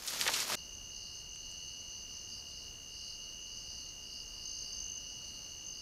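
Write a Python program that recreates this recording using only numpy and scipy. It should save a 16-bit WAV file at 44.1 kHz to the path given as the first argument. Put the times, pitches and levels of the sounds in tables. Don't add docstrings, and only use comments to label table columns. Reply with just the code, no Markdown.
import sys
import numpy as np
from scipy import signal
from scipy.fft import rfft, irfft, next_fast_len
from scipy.io import wavfile
from scipy.ndimage import uniform_filter1d, map_coordinates

SR = 44100
rng = np.random.default_rng(int(sys.argv[2]) if len(sys.argv) > 2 else 0)


def store_pcm(level_fs):
    pcm = np.round(np.clip(level_fs, -1, 1) * 32767).astype(np.int16)
    wavfile.write(sys.argv[1], SR, np.atleast_2d(pcm).T)


def volts(x):
    e = np.asarray(x, float) / 20
    return 10 ** e


N = 256220
T = np.arange(N) / SR
CUT = 0.5548


def unit(x):
    return x / np.sqrt(np.mean(x ** 2) + 1e-20)


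def noise():
    return rng.standard_normal(N)


def curves(rows):
    times, *columns = np.transpose(rows)
    return [np.interp(T, times, column) for column in columns]


def wobble(rate):
    knots = rng.standard_normal(int(N * rate / SR) + 4)
    return map_coordinates(knots, [T * rate])


def coloured(x, spectrum):
    size = next_fast_len(len(x) + 8192)
    hz, db = np.transpose(spectrum)
    log_hz = np.log(np.fft.rfftfreq(size, 1 / SR) + 1)
    gain = volts(np.interp(log_hz, np.log(hz + 1), db, left=-120, right=-120))
    return unit(irfft(rfft(x, size) * gain, size)[:len(x)])


def snaps(rows, gain_db, spiky_db):
    out, t = np.zeros(N + SR), T[:4096]
    lead = 256
    for start, db, hz, octaves, t60 in rows:
        decay_db = -60 * t / max(t60, 0.002)
        grains = rng.standard_normal(len(t)) * volts(spiky_db * rng.standard_normal(len(t)) + decay_db)
        grains[0] = -np.abs(grains).max()
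        band = [(hz * 2 ** (n * max(octaves, 0.05)), -9 * n * n) for n in range(-2, 3)]
        burst = coloured(np.pad(grains, (lead, 0)), band)
        out[round(start * SR):][:len(burst)] += volts(db + gain_db) * burst / np.abs(burst).max()
    return out[lead:N + lead]


def strokes(rate, hz, fall_hz, length, scatter_db, first=0, slip=0, point=2):
    done = np.cumsum(rate) / SR + first + slip
    index = np.floor(done).astype(int)
    since = T - np.interp(index, done, T)
    u = np.clip(since / length, 0, 1)
    size = volts(scatter_db * rng.standard_normal(N // 100))[index % (N // 100)]
    tone = np.sin(2 * np.pi * since * (hz - fall_hz * u ** 2 / 3))
    return size * np.abs(np.sin(np.pi * u)) ** point * tone


def forest(x, wet_db, t60):
    t = T[:SR // 3]
    tails = rng.standard_normal((2, len(t))) * volts(-60 * t / t60) * (t > 0.004)
    wet = signal.fftconvolve(x[None], tails / np.linalg.norm(tails[0]), axes=1)[:, :N]
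    turn = 1.45 * wobble(3)
    return x + volts(wet_db) * (np.cos(turn) * wet[0] + np.sin(turn) * wet[1])


def phrases(rows, rest_db):
    start, rise, fall, *levels = np.transpose(rows)[:, :, None]
    t = T[::100]
    effort = np.clip(np.minimum((t - start) / rise, (start + rise + fall - t) / fall), 0, 1)
    power = np.sin(np.pi / 2 * effort) ** 1.4
    out = []
    for db, rest in zip(levels, rest_db):
        sung = np.sum(power * volts(2 * db), axis=0)
        out.append(10 * np.log10(volts(2 * rest) + np.interp(T, t, sung)))
    return out


# t/s, shuffling level/dB, hoof weight level/dB
SHUFFLE = [(0.0, -54.5, -3), (0.108, -45.5, -6.5), (0.25, -41.5, -5.5), (0.286, -43, 3), (0.306, -41, -5),
           (0.4, -37, -10), (0.46, -45.5, -5), (0.508, -40.5, -3), (0.553, -41, 2)]
# t/s, peak level/dB, centre f/Hz, t60/s
BREAKS = [(.039, -37, 8900, 0.009), (.067, -27, 11000, .012), (0.076, -21, 5160, 0.14),
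          (.1, -31, 11000, .06), (.162, -36, 675, 0.026), (0.207, -24, 8000, 0.03),
          (0.2123, -13.5, 3250, 0.016), (.216, -22.5, 5000, 0.075), (.265, -20, 1700, 0.037),
          (0.2652, -31, 550, .015), (0.2773, -11, 3580, 0.014), (.281, -14.5, 2300, 0.03),
          (0.287, -16, 1600, 0.021), (.291, -23, 990, 0.023), (0.337, -18.5, 4500, 0.021),
          (.342, -18, 3760, 0.048), (0.349, -27, 4400, .07), (0.402, -20, 5500, 0.021),
          (0.405, -27, 6000, 0.06), (.48, -27, 10000, .015), (.5, -26, 890, 0.022), (.503, -32, 11500, .04),
          (.52, -25.5, 1200, 0.038), (.547, -25, 2510, 0.011), (.551, -23.5, 8000, 0.012)]
# f/Hz, level/dB per Hz
LEAF_SPECTRUM = [(590, -23), (1000, -3), (1730, -4.5), (1820, -3.5), (2430, 1), (2650, 0.5), (5090, 1),
                 (10000, -11), (13000, -41), (22000, -120)]
# f/Hz, level/dB per Hz
THUD_SPECTRUM = [(35, -50), (60, -11), (96, -11), (628, -6.5), (817, -9), (1430, -8.5), (2000, -11),
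                 (2600, -22), (4400, -120)]
# f/Hz, level/dB per Hz
CRISP_SPECTRUM = [(4120, -5.5), (7000, -4.5), (7890, -15), (12000, -10), (14100, -17), (15500, -26)]


def litter():
    rustle_db, thud_db = curves(SHUFFLE)
    crisp_db = -2 - 0.24 * (rustle_db + 44)
    breaks = []
    for start, db, hz, t60 in BREAKS:
        octaves = 1.12 + 0.01 * (db + 19.5) - 0.12 * abs(np.log2(hz / 2000))
        breaks.append((start, db, hz, octaves, t60))
    clumps_db = 0.9 * wobble(90) + 1.8 * wobble(500)

    def crackle(spiky_db):
        return noise() * volts(clumps_db + spiky_db * noise())

    leaves = coloured(crackle(3.9), LEAF_SPECTRUM)
    hooves = volts(thud_db - 3.5) * coloured(crackle(3.4), THUD_SPECTRUM)
    crisp = volts(crisp_db) * coloured(crackle(1.8), CRISP_SPECTRUM)
    bed = leaves + hooves + crisp
    return volts(rustle_db + 2.0) * bed + snaps(breaks, gain_db=-4.0, spiky_db=-1.0)


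# f/Hz, level/dB per Hz
HISS_SPECTRUM = [(20, 1), (60, -2), (150, -10.5), (400, -16.5), (1000, -22), (2200, -27), (3500, -28.5),
                 (7500, -31), (12000, -32), (15600, -33)]


def microphone_hiss():
    return volts(-57.5 + 0.65 * wobble(8.8)) * coloured(noise(), HISS_SPECTRUM)


# start t/s, end t/s
FAST_SPELLS = [
    (1.4489, 1.8886),
    (3.1712, 3.593),
    (4.8324, 5.2732),
]
RESTING_RATE = [66.667, 66.212, 67.165, 66.936]


def tempo():
    away = np.min([np.maximum(start - T, T - end) for start, end in FAST_SPELLS], axis=0)
    fast = np.clip(0.5 - away / 0.02, 0, 1)
    resting = np.take(RESTING_RATE, np.searchsorted(np.mean(FAST_SPELLS, axis=1), T))
    excited = 7.332 * np.exp(-np.maximum(away, 0) / 0.1288)
    return fast * 89.378 + (1 - fast) * (resting + excited)


def low_cricket():
    rate = tempo()
    calm = uniform_filter1d(1. * (rate > 80), size=900)
    slip = (0.02 - 0.017 * calm) * wobble(22) + (0.007 - 0.005 * calm) * wobble(70)
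    song = strokes(rate, hz=2912, fall_hz=115, length=0.0099 - 0.0004 * calm, scatter_db=1.2,
                   first=0.98, slip=slip, point=0.9 + 0.2 * calm)
    ground = volts(-13 + 4 * wobble(30)) * np.roll(song, 205)
    trunk = volts(-23) * np.roll(song, 279)
    song = forest(song + ground + trunk, wet_db=-17, t60=0.2)
    return volts(-53 + 0.8 * calm) * unit(song)


# t/s, level/dB
CHORUS_LEVEL = [(.6, -60), (1, -56.5), (1.2, -61.5), (1.5, -55), (2.2, -58), (2.8, -61), (3.45, -56),
                (3.85, -59), (4.25, -62.5), (4.6, -59.5), (4.95, -56), (5.3, -57.5), (5.7, -56),
                (5.81, -65)]
# wing f/Hz, spread of f/Hz, strokes per s
CHORUS_VOICES = [
    (6005, 12, 51),
    (6105, 25, 55),
    (6225, 35, 52.5),
    (6635, 35, 32),
]
VOICE_LEVEL = [-0.5, -1, 0.5, -12.5]
# start t/s, rise t/s, fall t/s, level/dB
LOWEST_SOLO = [
    (.45, .25, 0.39, -61),
    (1.6, .4, .45, -55),
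    (4.7, 0.24, .3, -54),
]
# f/Hz, level/dB per Hz
CROWD_SPECTRUM = [(5550, -19), (5750, -16), (5920, -6), (6150, -0.5), (6400, -1.5), (6550, -10),
                  (6720, -15), (6880, -26), (7400, -39)]


def chorus():
    out = volts(-56.0 + 0.65 * wobble(3.1) + 1.6 * wobble(16)) * coloured(noise(), CROWD_SPECTRUM)
    levels = [curves(CHORUS_LEVEL)[0] + db for db in VOICE_LEVEL]
    levels[0], = phrases(LOWEST_SOLO, [levels[0]])
    for level_db, (hz, spread_hz, rate) in zip(levels, CHORUS_VOICES):
        singers = np.zeros(N)
        for place, r in zip([-1, 0, 1], rng.standard_normal(3)):
            pace = rate * (1 + 0.04 * r + 0.02 * wobble(8))
            song = strokes(pace, hz + spread_hz * place, fall_hz=40, length=0.016, scatter_db=1.8,
                           first=5 + r, point=1.3)
            singers += volts(1.8 * wobble(4)) * song
        out += volts(level_db - 0.5) * unit(forest(singers, wet_db=-4.0, t60=0.4))
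    return out


# start t/s, rise t/s, fall t/s, near level/dB, far level/dB
KATYDID_PHRASES = [(.48, .02, .2, -55, -57), (.88, .14, .28, -53, -55), (1.26, .33, 0.36, -58.5, -56),
                   (1.84, 0.16, 0.054, -58, -58), (2.04, .16, .09, -54, -58.5), (2.26, .11, .06, -48, -59),
                   (2.4, .23, 0.085, -53, -56), (2.86, 0.24, 0.094, -49, -53.5),
                   (3.16, 0.096, .12, -55.5, -58), (3.35, 0.4, .11, -50.5, -57.5),
                   (3.71, 0.17, 0.056, -57.5, -57), (3.99, .2, 0.064, -48, -59),
                   (4.23, 0.36, .32, -47, -55.5), (4.8, .29, .1, -55, -62), (5.14, .15, .41, -58, -56),
                   (5.65, 0.25, .03, -48.5, -61)]
# start t/s, rise t/s, fall t/s, level/dB
WHISTLE_PHRASES = [(.9, .25, .15, -73), (1.3, 0.33, .3, -72), (2.85, .25, .3, -74), (3.6, .2, .15, -77),
                   (4.5, 0.27, .2, -77), (5.05, .09, .08, -72), (5.22, .07, .2, -72)]
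# f/Hz, level/dB per Hz
DRONE_SPECTRUM = [(3650, -35), (3900, -15.5), (4150, -5.5), (4400, 3), (4600, 2), (4850, -7.5), (5100, -25)]
# f/Hz, level/dB per Hz
BUZZ_SPECTRUM = [(4350, -22), (4550, -16.5), (4680, 0.5), (4820, -10.5), (4960, -5.5), (5150, -38)]
# f/Hz, level/dB per Hz
OCTAVE_SPECTRUM = [(7800, -39), (8400, -8), (9250, 2), (9900, -6), (10800, -18)]
# f/Hz, level/dB per Hz
HIGH_SPECTRUM = [(4600, -7), (4900, -0.5), (5050, -2.5), (5250, 1.5), (5500, -5), (5700, -1.5), (6000, -35)]


def katydids():
    buzz_db, drone_db = phrases(KATYDID_PHRASES, rest_db=[-63, -61])
    high_db = -58 + 0.56 * (buzz_db + 55)
    whistle_db, = phrases(WHISTLE_PHRASES, rest_db=[-80])

    def scrape(rate, depth):
        cycles = np.cumsum(rate + 5 * wobble(6.5)) / SR
        return (1 + depth * np.cos(2 * np.pi * cycles)) * noise()

    drone = volts(0.58 * wobble(21)) * coloured(scrape(86, 0.13), DRONE_SPECTRUM)
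    buzz = coloured(scrape(120, 0.6), BUZZ_SPECTRUM)
    octave = volts(-22.5) * coloured(scrape(120, 0.33), OCTAVE_SPECTRUM)
    high = volts(1.0 * wobble(15)) * coloured(scrape(120, 0.11), HIGH_SPECTRUM)
    whistle_band = [(8400, -20), (8650, -14), (8710, -19), (8780, -9), (8950, -18)]
    whistle = coloured(scrape(50, 0.25), whistle_band)
    near = volts(buzz_db - 2.5) * (buzz + octave)
    far = volts(drone_db + 0.5) * drone
    return far + near + volts(high_db + 0.1) * high + volts(whistle_db - 0.5) * whistle


# t/s, peak level/dB, centre f/Hz, width/octaves, t60/s
LEAF_TICKS = [(.9, -60, 2300, .7, .02), (1.197, -63, 9000, .2, .02), (1.322, -60, 7300, .2, .015),
              (1.355, -54.5, 7800, .5, .05), (1.359, -56, 2300, .8, .02), (1.515, -49, 7400, .25, .012),
              (2.301, -57, 7000, .15, .01), (2.488, -62, 7500, .15, .03), (2.5065, -56, 8200, .3, .05),
              (2.515, -66, 3600, .1, .05), (2.76, -63, 7300, .2, .01), (3.32, -55, 4500, 1.1, .012),
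              (5.1, -67, 1500, .08, .04), (5.21, -68, 1400, .12, .09)]


def ticks():
    return snaps(LEAF_TICKS, gain_db=4.5, spiky_db=1)


# start t/s, end t/s, strokes per s, peak level/dB
NEAR_BURSTS = [
    (4.432, 4.451, 53, -45),
    (4.4535, 4.638, 54, -39.5),
    (4.723, 4.99, 52.4, -38.5),
    (5.642, 5.66, 51, -45),
    (5.661, 5.738, 51, -39),
]


def near_cricket():
    out = np.zeros(N)
    for start, end, rate, db in NEAR_BURSTS:
        song = strokes(np.full(N, rate), hz=6270, fall_hz=30, length=0.0144, scatter_db=1.2,
                       first=-start * rate, slip=0.005 * wobble(40), point=1.2)
        out += volts(db) * ((T > start) & (T < end)) * song
    return forest(out, wet_db=-15, t60=0.15)


def scene():
    hiss = microphone_hiss()
    day = litter() + volts(-6.0) * hiss
    night = low_cricket() + chorus() + katydids() + ticks() + near_cricket() + hiss
    fade = np.clip((T - CUT) / 0.017, 0.05, 1) ** 1.2
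    return np.where(T < CUT, day, fade * night)[None]


def roll_off(x):
    return signal.sosfilt(signal.butter(12, 15670, fs=SR, output="sos"), x)


def record(dry):
    passed = np.fft.rfftfreq(N, 1 / SR) < 15670
    mix = irfft(rfft(dry) * passed, N)
    return roll_off(mix)


dry = scene()
out = record(dry)
store_pcm(out)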